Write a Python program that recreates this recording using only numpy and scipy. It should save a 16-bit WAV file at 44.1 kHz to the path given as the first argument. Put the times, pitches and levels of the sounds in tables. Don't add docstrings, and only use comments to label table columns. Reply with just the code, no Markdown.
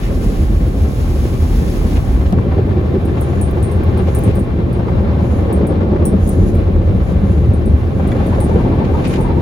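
import sys
import numpy as np
from scipy import signal
from scipy.fft import rfft, irfft
from scipy.io import wavfile
from scipy.ndimage import uniform_filter1d

SR = 44100
rng = np.random.default_rng(int(sys.argv[2]) if len(sys.argv) > 2 else 0)


def dump_mix(stems):
    frames = np.atleast_2d(stems).T
    limited = np.clip(frames, -1, 1)
    pcm = np.round(limited * 32767).astype(np.int16)
    wavfile.write(sys.argv[1], SR, pcm)


N = 414981
T = np.arange(N) / SR
EAR_LAG_S = 10 / SR

# frequency in Hz, side against mid in dB.
BODY_WIDTH = [(40, -21), (80, -14), (130, -13.5), (260, -13), (500, -5.5), (800, -1), (1400, 1),
              (3000, 1.5)]
# time in seconds, level in dB.
SPRAY_LEVELS = [(0, -38.5), (.37, -37.5), (.6, -41), (.88, -40), (1.1, -36.5), (1.9, -36.5), (2.05, -40),
                (2.31, -43.5), (2.35, -50.5), (4.35, -47.5), (4.55, -53), (5.2, -50.5), (5.95, -53.5),
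                (6.6, -51), (9.41, -50)]
# centre and length in seconds, level in dB.
CLOTH_WIPES = [(.05, 0.056, -38.5), (1.966, 0.024, -36.5), (2.268, .016, -35), (4.083, 0.028, -39),
               (4.295, 0.044, -39), (8.857, 0.018, -37), (9.06, 0.03, -36), (9.11, .08, -37.5),
               (9.157, 0.028, -37)]
DOG_MOVES = [(3.3, 0.22, -53), (4.17, 0.11, -50), (5.33, 0.18, -53), (6.27, 0.11, -48.5),
             (6.45, 0.13, -47.5), (7.07, 0.11, -53), (7.33, 0.14, -52.5), (8.3, 0.6, -55.5),
             (9.1, 0.19, -49)]
# frequency in Hz, level in dB.
SPRAY_TONE = [(1200, -16), (2500, -8), (4000, -4), (6000, 2.5), (8500, 1.5), (11000, 4.5), (14000, -3),
              (16000, 0)]
WIPE_TONE = [(600, -23), (1500, 15), (2000, 13.5), (2400, 17.5), (2750, 13), (3200, 11), (4200, 6.5),
             (6500, -1.5), (10000, -12), (16000, -32)]
THROB_TONE = [(18, -27.5), (33, -10), (43, 4), (55, -3.5), (68, -21)]
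RUMBLE_TONE = [(15, -49), (28, -11), (44, -11), (58, -2), (78, 5), (98, -3), (120, -0.5), (145, -9.5),
               (220, -36)]
PANEL_TONE = [(90, -28.5), (135, -2), (185, 2), (240, -2.5), (300, -5.5), (350, -3.5), (440, -9.5),
              (550, -11.5), (660, -23.5), (900, -35), (1600, -54)]
SPLASH_TONE = [(400, -7), (680, 5), (920, -1.5), (1200, -3.5), (1420, -8.5), (1650, -8.5), (1900, -12),
               (2200, -11.5), (3000, -18), (3800, -18.5), (5500, -29.5), (9000, -58)]
# start in seconds, then contact tick, main mode and upper modes in dB.
TAG_CLINKS = [(3.053, -38, -37, -52), (3.21, -29, -29, -42), (3.414, -35, -22, -44), (3.51, -37, -39, -48),
              (3.628, -37, -26, -45), (3.715, -42, -31, -43), (3.835, -36, -48, -44),
              (3.976, -37, -35, -46), (4.149, -28, -22, -38), (4.188, -28, -38, -47),
              (4.237, -32, -27, -43), (4.354, -34, -33, -48), (4.393, -40, -34, -49),
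              (4.728, -40, -39, -53), (5.528, -35, -28, -44), (5.669, -36, -30, -41),
              (6.054, -30, -17, -31), (6.275, -36, -29, -41), (6.291, -28, -26, -45),
              (6.548, -41, -42, -44), (7.537, -43, -36, -55), (7.658, -43, -35, -54),
              (8.075, -42, -33, -50), (8.264, -42, -37, -47), (8.404, -32, -24, -45),
              (8.442, -42, -31, -49), (9.075, -39, -30, -51), (9.209, -41, -32, -53)]
# frequency in Hz, level in dB, nominal time to fade by 60 dB in seconds.
TAG_MODES = [(8628, 1, .16), (13019, 0, .18), (13890, -8, .08), (14423, -12, .08), (15540, -12, .06)]
COLLAR_MODES = [(5566, -6.5, .26), (5990, 2, .03)]
TRIM_MODES = [(1626, -3, .035), (1965, 0, .05), (2266, -4, .065), (3397, -4, .04)]
# time in seconds, level in dB.
THROB_LEVELS = [(0, -16.5), (.35, -17), (.55, -18), (.8, -24), (1, -20), (1.5, -23), (2.15, -17),
                (2.28, -22), (2.36, -28), (5.6, -34), (6.4, -16), (7.7, -28.5), (8.2, -24), (9.41, -24)]
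# time in seconds, then rumble, drumming and splash in dB.
DRAG_LEVELS = [(0, -21, -21.5, -31), (0.7, -19.5, -22.5, -34), (2.1, -19, -21.5, -31.5),
               (2.4, -17.5, -19.5, -30.5), (2.9, -22, -20.5, -30), (3.4, -16.5, -20.5, -29.5),
               (4.1, -18.5, -19.5, -29), (4.55, -19, -19, -31.5), (5, -18, -18.5, -30),
               (5.95, -19.5, -17, -31), (6.5, -21, -18.5, -32), (7.2, -18.5, -20, -31.5),
               (7.75, -19, -19, -32), (8.2, -20.5, -18, -28.5), (8.5, -19, -15.5, -28),
               (9.41, -19.5, -16.5, -29)]
# start and end in seconds, pitch and filter width in Hz,
# level in dB.
PANEL_RINGS = [(0.065, 2.25, 259, 104, -28.5), (2.35, 4.26, 373, 105, -27.5), (4.84, 6.73, 189, 21, -29),
               (4.8, 7.3, 541, 99, -34.5), (4.52, 6.1, 860, 450, -39.5), (5.41, 6.08, 352, 180, -25),
               (5.97, 6.58, 182, 14, -25), (6.3, 7.87, 78, 15, -17), (8, 8.85, 695, 130, -37),
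               (8.8, 9.6, 830, 190, -38)]
# time in seconds, pitch of the spot in Hz, level in dB.
WET_SMACKS = [(1.815, 740, -32), (1.979, 690, -31), (2.33, 716, -22.5), (2.385, 1010, -29.5),
              (2.521, 700, -27), (2.586, 537, -23.5), (2.69, 555, -30), (3.217, 525, -21), (3.33, 750, -28),
              (3.572, 814, -26.5), (4.083, 540, -21), (4.279, 540, -21.5), (4.382, 563, -25),
              (4.794, 550, -23), (4.884, 806, -25.5), (5.19, 596, -27), (5.694, 604, -25),
              (5.809, 540, -25), (5.961, 596, -23), (6.14, 557, -25), (6.761, 516, -22.5),
              (7.998, 560, -20), (8.152, 507, -18.5), (8.383, 558, -18), (8.496, 564, -21),
              (8.56, 505, -17)]
HOLLOW_RAPS = [(8.208, 850, -27), (8.324, 935, -30.5), (8.424, 860, -29.5), (8.51, 850, -27),
               (8.597, 896, -29), (8.657, 860, -27.5), (8.735, 925, -28.5), (8.815, 880, -26.5),
               (8.95, 900, -24.5), (9.185, 904, -26), (9.254, 925, -27), (9.299, 900, -26),
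               (9.374, 890, -27.5)]
# multiple of the pitch, level in dB.
SMACK_TONE = [(.3, -12.5), (.75, -8), (1, 7.5), (1.25, -8.5), (1.6, -7), (2, -21.5), (2.4, -18.5),
              (5, -35.5)]
RAP_TONE = [(.6, -34), (.85, -16), (.95, -1), (1.07, 0), (1.16, -19), (1.36, -16), (1.6, -30)]
# time in seconds, pitch in Hz, level in dB.
PANEL_KNOCKS = [(2.335, 190, -8.5), (2.597, 413, -19), (2.773, 347, -9.5), (2.97, 354, -8.5),
                (3.376, 185, -13), (4.294, 408, -15), (4.38, 187, -10), (4.877, 444, -16),
                (5.172, 178, -13), (5.232, 188, -12), (5.329, 198, -13), (5.531, 348, -15),
                (5.928, 218, -11), (5.958, 366, -12), (6.029, 193, -13), (6.141, 190, -9), (6.28, 210, -11),
                (6.418, 194, -12), (6.957, 186, -12), (7.129, 182, -10), (7.239, 188, -6),
                (7.315, 175, -11), (7.497, 130, -11), (8.56, 470, -12), (9.185, 355, -13)]
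# first slap in seconds, turns per second, boom pitch in Hz.
BRUSH_PASSES = [(0.104, 3.9, 60.3), (2.381, 5, 90), (4.601, 4.93, 80), (6.39, 6.1, 84), (8.01, 5.03, 85.4)]
# time in seconds, boom pitch in Hz, then boom and drumming in dB.
ACCENT_SLAPS = [(0.427, 75.5, -6.5, -21.5), (.52, 69, -15, -25), (.615, 56.6, -10, -22),
                (.666, 61, -12, -32), (0.799, 57.4, -9, -27), (0.851, 70.5, -7.5, -41),
                (1.066, 77.5, -9, -30), (1.189, 72, -9, -36), (1.432, 78, -5, -28), (1.529, 43.2, -7, -28),
                (1.622, 71, -5.5, -19), (1.675, 64.4, -6, -26), (1.846, 77, -12, -19),
                (1.972, 68.5, -8, -25), (2.148, 62, -3.5, -36), (2.257, 71, -10, -39),
                (2.377, 91, -12, -16), (2.523, 84, -4.5, -23), (2.698, 93, -4.5, -17),
                (2.78, 86, -4.5, -22), (2.946, 83.4, -7, -13.5), (3.879, 94, -6.5, -21),
                (4.087, 82, -6, -31), (4.285, 103.6, -3, -14), (5.392, 87, -6.5, -34),
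                (5.817, 90, -7, -19.5), (6.023, 85, -6, -18.5), (6.138, 79, -11, -14.5),
                (6.22, 84, -4.5, -28), (6.406, 89, -1, -19), (6.547, 101, -5, -20), (6.595, 90, -7, -26),
                (6.684, 84, -3, -26), (6.821, 98, -9, -20.5), (6.891, 92.5, -4.5, -22),
                (6.966, 88, -7, -25), (7.012, 79.5, -7.5, -22), (7.108, 75, -5.5, -19),
                (7.168, 83.5, -3.5, -21), (7.245, 84, -5, -20), (7.295, 103, -6, -23),
                (7.377, 81, -4.5, -25), (7.5, 101.7, -2.5, -29), (7.683, 47.6, -10, -16.5),
                (7.748, 93, -13, -18.5), (8.56, 83, -6, -12.5), (8.66, 97, -9, -18)]


def undb(db):
    return 10 ** (np.asarray(db) / 20)


def curves(table):
    times, *columns = np.transpose(table)
    return [np.interp(T, times, column) for column in columns]


def impulse(points, size=8192):
    hz, db = np.transpose(points)
    grid = np.maximum(np.arange(size // 2 + 1) * SR / size, 1)
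    gain = undb(np.interp(np.log(grid), np.log(hz), db)) * np.minimum(hz[-1] / grid, 1) ** 2
    cepstrum = irfft(np.log(gain))
    cepstrum[1:size // 2] *= 2
    cepstrum[size // 2 + 1:] = 0
    return irfft(np.exp(rfft(cepstrum)))


def colour(x, tone):
    ring = impulse(tone)
    return signal.oaconvolve(x, ring[None] / np.linalg.norm(ring), axes=1)[:, :N]


def flutter(rate):
    hold = int(SR / rate)
    return uniform_filter1d(rng.standard_normal(N)[np.arange(N) // hold], hold)


def impacts(rate, spread_db=0):
    sizes = undb(spread_db * rng.standard_normal((2, N)))
    hits = (rng.random((2, N)) < rate / SR) * rng.standard_normal((2, N)) * sizes
    return hits / hits.std()


def add(track, start_s, sound):
    start = int(start_s * SR)
    first, last = max(start, 0), min(start + len(sound), N)
    if last > first:
        track[first:last] += sound[first - start:last - start]


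def strokes(rows, gain_db):
    return sum(undb(db + gain_db) * np.exp(-2 * ((T - s) / length) ** 2) for s, length, db in rows)


def landing(t, rise, fall):
    return np.where(t < 0, np.exp(-(t / rise) ** 2), np.exp(1 - np.hypot(1, t / fall)))


def surround(pair, left_db):
    side = signal.oaconvolve(pair[1], impulse(BODY_WIDTH))[:N]
    return np.array([pair[0] + side, pair[0] - side]) * undb([[left_db / 2], [-left_db / 2]])


def from_right(x):
    return np.array([-np.interp(T - EAR_LAG_S, T, x), x])


def cabin(pair, echo_db, t60):
    t = np.arange(SR // 12) / SR
    echoes = rng.standard_normal((2, len(t))) * 1000 ** (-t / t60) * (t > .002)
    echoes *= undb(echo_db) / np.linalg.norm(echoes, axis=1, keepdims=True)
    return (pair + signal.oaconvolve(pair, echoes, axes=1)[:, :N]) / np.hypot(1, undb(echo_db))


def spray(gain_db, diffuse_db):
    strength = undb(curves(SPRAY_LEVELS)[0] + gain_db + flutter(27))
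    direct = from_right(colour(impacts(22000) * strength, SPRAY_TONE)[0])
    diffuse_tone = [(1000, -1.5), (2300, 1), (4000, -1.5), (6000, -5.5), (8000, -24.5)]
    diffuse = colour(impacts(12000, spread_db=.5) * strength, diffuse_tone)
    return direct + undb(diffuse_db) * diffuse


def swishes(gain_db):
    grip = undb(3 * flutter(120))
    return colour(impacts(2500, spread_db=2.5) * grip * strokes(CLOTH_WIPES, gain_db), WIPE_TONE)


def rustle(gain_db, diffuse_db):
    strength = strokes(DOG_MOVES, gain_db) * undb(2.2 * flutter(45))
    catches = impacts(16000, spread_db=2.2) * strength
    direct = from_right(colour(catches, [(2500, -5), (6000, -36), (9000, 24), (16000, 5)])[0])
    diffuse_tone = [(2500, -8), (5500, .5), (7000, 6.5), (9000, -30)]
    diffuse = colour(rng.standard_normal((2, N)) * strength, diffuse_tone)
    return direct + undb(diffuse_db) * diffuse


def collar_tags(tick_gain_db, tick_decay_s, rebound_db):
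    contacts, left, right = np.zeros((3, N))
    t = np.arange(SR // 3) / SR
    hz, mode_db, t60 = np.transpose(TAG_MODES)[:, :, None]
    for s, tick_db, main_db, upper_db in TAG_CLINKS:
        detune, damping, swing = rng.standard_normal((3, len(TAG_MODES), 1))
        pitch = hz * (1 + .0008 * detune)
        ring_s = t60 * np.exp(.2 * damping)
        lag_s = 229e-6 + 2e-6 * swing
        fade = undb(np.where(hz == hz[0], main_db, upper_db) + mode_db) * 1000 ** (-t / ring_s)
        add(right, s, (fade * np.sin(2 * np.pi * pitch * t)).sum(0))
        add(left, s + EAR_LAG_S, -(fade * np.sin(2 * np.pi * pitch * (t + EAR_LAG_S - lag_s))).sum(0))
        for delay_s, db in [(0, 0), (rng.uniform(.002, .009), rebound_db)]:
            tick = np.exp(-t / tick_decay_s) * rng.standard_normal(len(t))
            add(contacts, s + delay_s, undb(tick_db + tick_gain_db + db) * tick)
    tick_tone = [(2000, -22), (6000, -20), (8700, 7), (11000, 7.5), (14200, 13), (16000, -2)]
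    return np.array([left, right]) + from_right(colour(contacts[None], tick_tone)[0])


def struck(modes, start_s, level_db):
    out, t = np.zeros(N), np.arange(SR // 3) / SR
    for hz, db, t60 in modes:
        add(out, start_s, undb(level_db + db) * np.sin(2 * np.pi * hz * t) * 1000 ** (-t / t60))
    return out


def dry_tick(start_s, level_db, decay_s):
    envelope, t = np.zeros(N), np.arange(SR // 20) / SR
    add(envelope, start_s, undb(level_db) * np.exp(-t / decay_s))
    tone = [(800, -6), (2200, 3), (8000, -3), (16000, -8)]
    return colour(envelope * rng.standard_normal((2, N)), tone)


def throb():
    heave = rng.standard_normal((2, N)) * undb(curves(THROB_LEVELS)[0])
    return surround(colour(heave, THROB_TONE), left_db=-1.5)


def smacks(rows, tone, gain_db, rise_s, fall_s):
    out, t = np.zeros((2, N)), np.arange(-SR // 30, SR // 8) / SR
    shape = landing(t, rise_s, fall_s)
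    for s, hz, db in rows:
        spot_tone = [(hz * multiple, level) for multiple, level in tone]
        bursts = colour(rng.standard_normal((2, len(t))) * shape, spot_tone)
        for track, burst in zip(out, bursts):
            gain = undb(db + gain_db) * np.linalg.norm(shape) / np.linalg.norm(burst)
            add(track, s + t[0], gain * burst)
    return out


def panel_rings(force):
    out = 0
    for start, end, hz, width, db in PANEL_RINGS:
        contact = np.clip(np.minimum(T - start, end - T) / .2 + .5, 0, 1)
        b, a = signal.iirpeak(hz, hz / width, fs=SR)
        drive = rng.standard_normal((2, N)) * force * contact
        ring = signal.lfilter(b, a, signal.lfilter(b, a, drive))
        out += undb(db) * ring * np.sqrt(np.mean(contact ** 2)) / ring.std()
    return out


def slap_pattern(weak_strip_db, jitter_s, pitch_scatter, scatter_db, clear_s):
    drag_s, *drag_db = np.transpose(DRAG_LEVELS)
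    over_drag_db = np.array([6, -2.5, -7])

    def usual_db(s):
        return over_drag_db + [np.interp(s, drag_s, db) for db in drag_db]

    # time in seconds, pitch in Hz, then boom, drumming and splash in dB.
    rows = [(*row, usual_db(row[0])[2]) for row in ACCENT_SLAPS]
    heavy_s = np.array(ACCENT_SLAPS)[:, 0]
    ends = [row[0] - clear_s for row in BRUSH_PASSES[1:]] + [T[-1]]
    for (start, turns, hz), end in zip(BRUSH_PASSES, ends):
        for strip, chance in enumerate(rng.standard_normal((32, 5))):
            s = start + strip / (2 * turns) + jitter_s * chance[0]
            if s < end and np.abs(heavy_s - s).min() > clear_s:
                levels_db = usual_db(s) + weak_strip_db * (strip % 2) + scatter_db * np.tanh(chance[2:])
                rows.append((s, hz * np.exp(pitch_scatter * chance[1]), *levels_db))
    return np.array(rows)


def slap_force(times, levels_db, rise_s, fall_s):
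    power, t = np.zeros(N), np.arange(-SR // 10, SR // 5) / SR
    shape = landing(t, rise_s, fall_s)
    for s, db in zip(times, levels_db):
        add(power, s + t[0], (undb(db) * shape) ** 2)
    return np.sqrt(power)


def brushes(slaps):
    rumble_db, drag_drum_db, drag_splash_db = curves(DRAG_LEVELS)
    times, _, _, drum_db, splash_db = slaps.T
    rumble = colour(rng.standard_normal((2, N)) * undb(rumble_db + 3), RUMBLE_TONE)
    flapping = undb(drag_drum_db - .62 + 1.3 * flutter(35))
    wash = undb(drag_splash_db - 4.5 + 1.3 * flutter(30))
    drum = np.hypot(flapping, slap_force(times, drum_db - 1, rise_s=.035, fall_s=.016))
    splash = np.hypot(wash, slap_force(times, splash_db, rise_s=.012, fall_s=.012))
    panels = colour(impacts(3500, spread_db=1.5) * drum, PANEL_TONE) + panel_rings(drum * splash)
    water = colour(impacts(12000) * splash, SPLASH_TONE)
    water = cabin(surround(water, left_db=1.1), echo_db=-7, t60=.05)
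    return surround(rumble, left_db=.5) + surround(panels, left_db=1.2) + water


def panel_booms(rows, gain_db, rise_cycles, fall_cycles):
    out, t = np.zeros(N), np.arange(-SR // 10, SR // 5) / SR
    for (s, hz, db, *_), phase in zip(rows, rng.random(len(rows))):
        shape = landing(t, rise_cycles / hz, fall_cycles / hz)
        swing = np.sqrt(2) * np.sin(2 * np.pi * (hz * t + phase))
        add(out, s + t[0], undb(db + gain_db) * shape * swing)
    return out


def scene():
    slaps = slap_pattern(weak_strip_db=-1.7, jitter_s=.009, pitch_scatter=.07, scatter_db=3, clear_s=.055)
    wet_strips = smacks(WET_SMACKS, SMACK_TONE, gain_db=0, rise_s=.003, fall_s=.007)
    cloth = brushes(slaps) + throb() + surround(wet_strips, left_db=2.5)
    glass = spray(gain_db=-6, diffuse_db=1.5) + swishes(gain_db=.5)
    dog = collar_tags(tick_gain_db=.5, tick_decay_s=.003, rebound_db=-8)
    dog += from_right(struck(COLLAR_MODES, start_s=6.056, level_db=-39))
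    dog += rustle(gain_db=-.5, diffuse_db=-.5)
    booms = panel_booms(slaps, gain_db=-5, rise_cycles=2, fall_cycles=1.27)
    knocks = panel_booms(PANEL_KNOCKS, gain_db=-2.5, rise_cycles=2.3, fall_cycles=1.8)
    raps = smacks(HOLLOW_RAPS, RAP_TONE, gain_db=-1, rise_s=.011, fall_s=.011)
    tick = dry_tick(start_s=2.3257, level_db=-27, decay_s=.0008)
    trim = struck(TRIM_MODES, start_s=8.119, level_db=-28)
    return glass + dog + tick + trim + cloth + surround(raps, left_db=3.5) + knocks + booms


def record(dry):
    rounded = dry / (1 + dry ** 8) ** (1 / 8)
    return signal.sosfilt(signal.ellip(10, .1, 80, 15900, fs=SR, output="sos"), rounded)


dry = scene()
out = record(dry)
dump_mix(out)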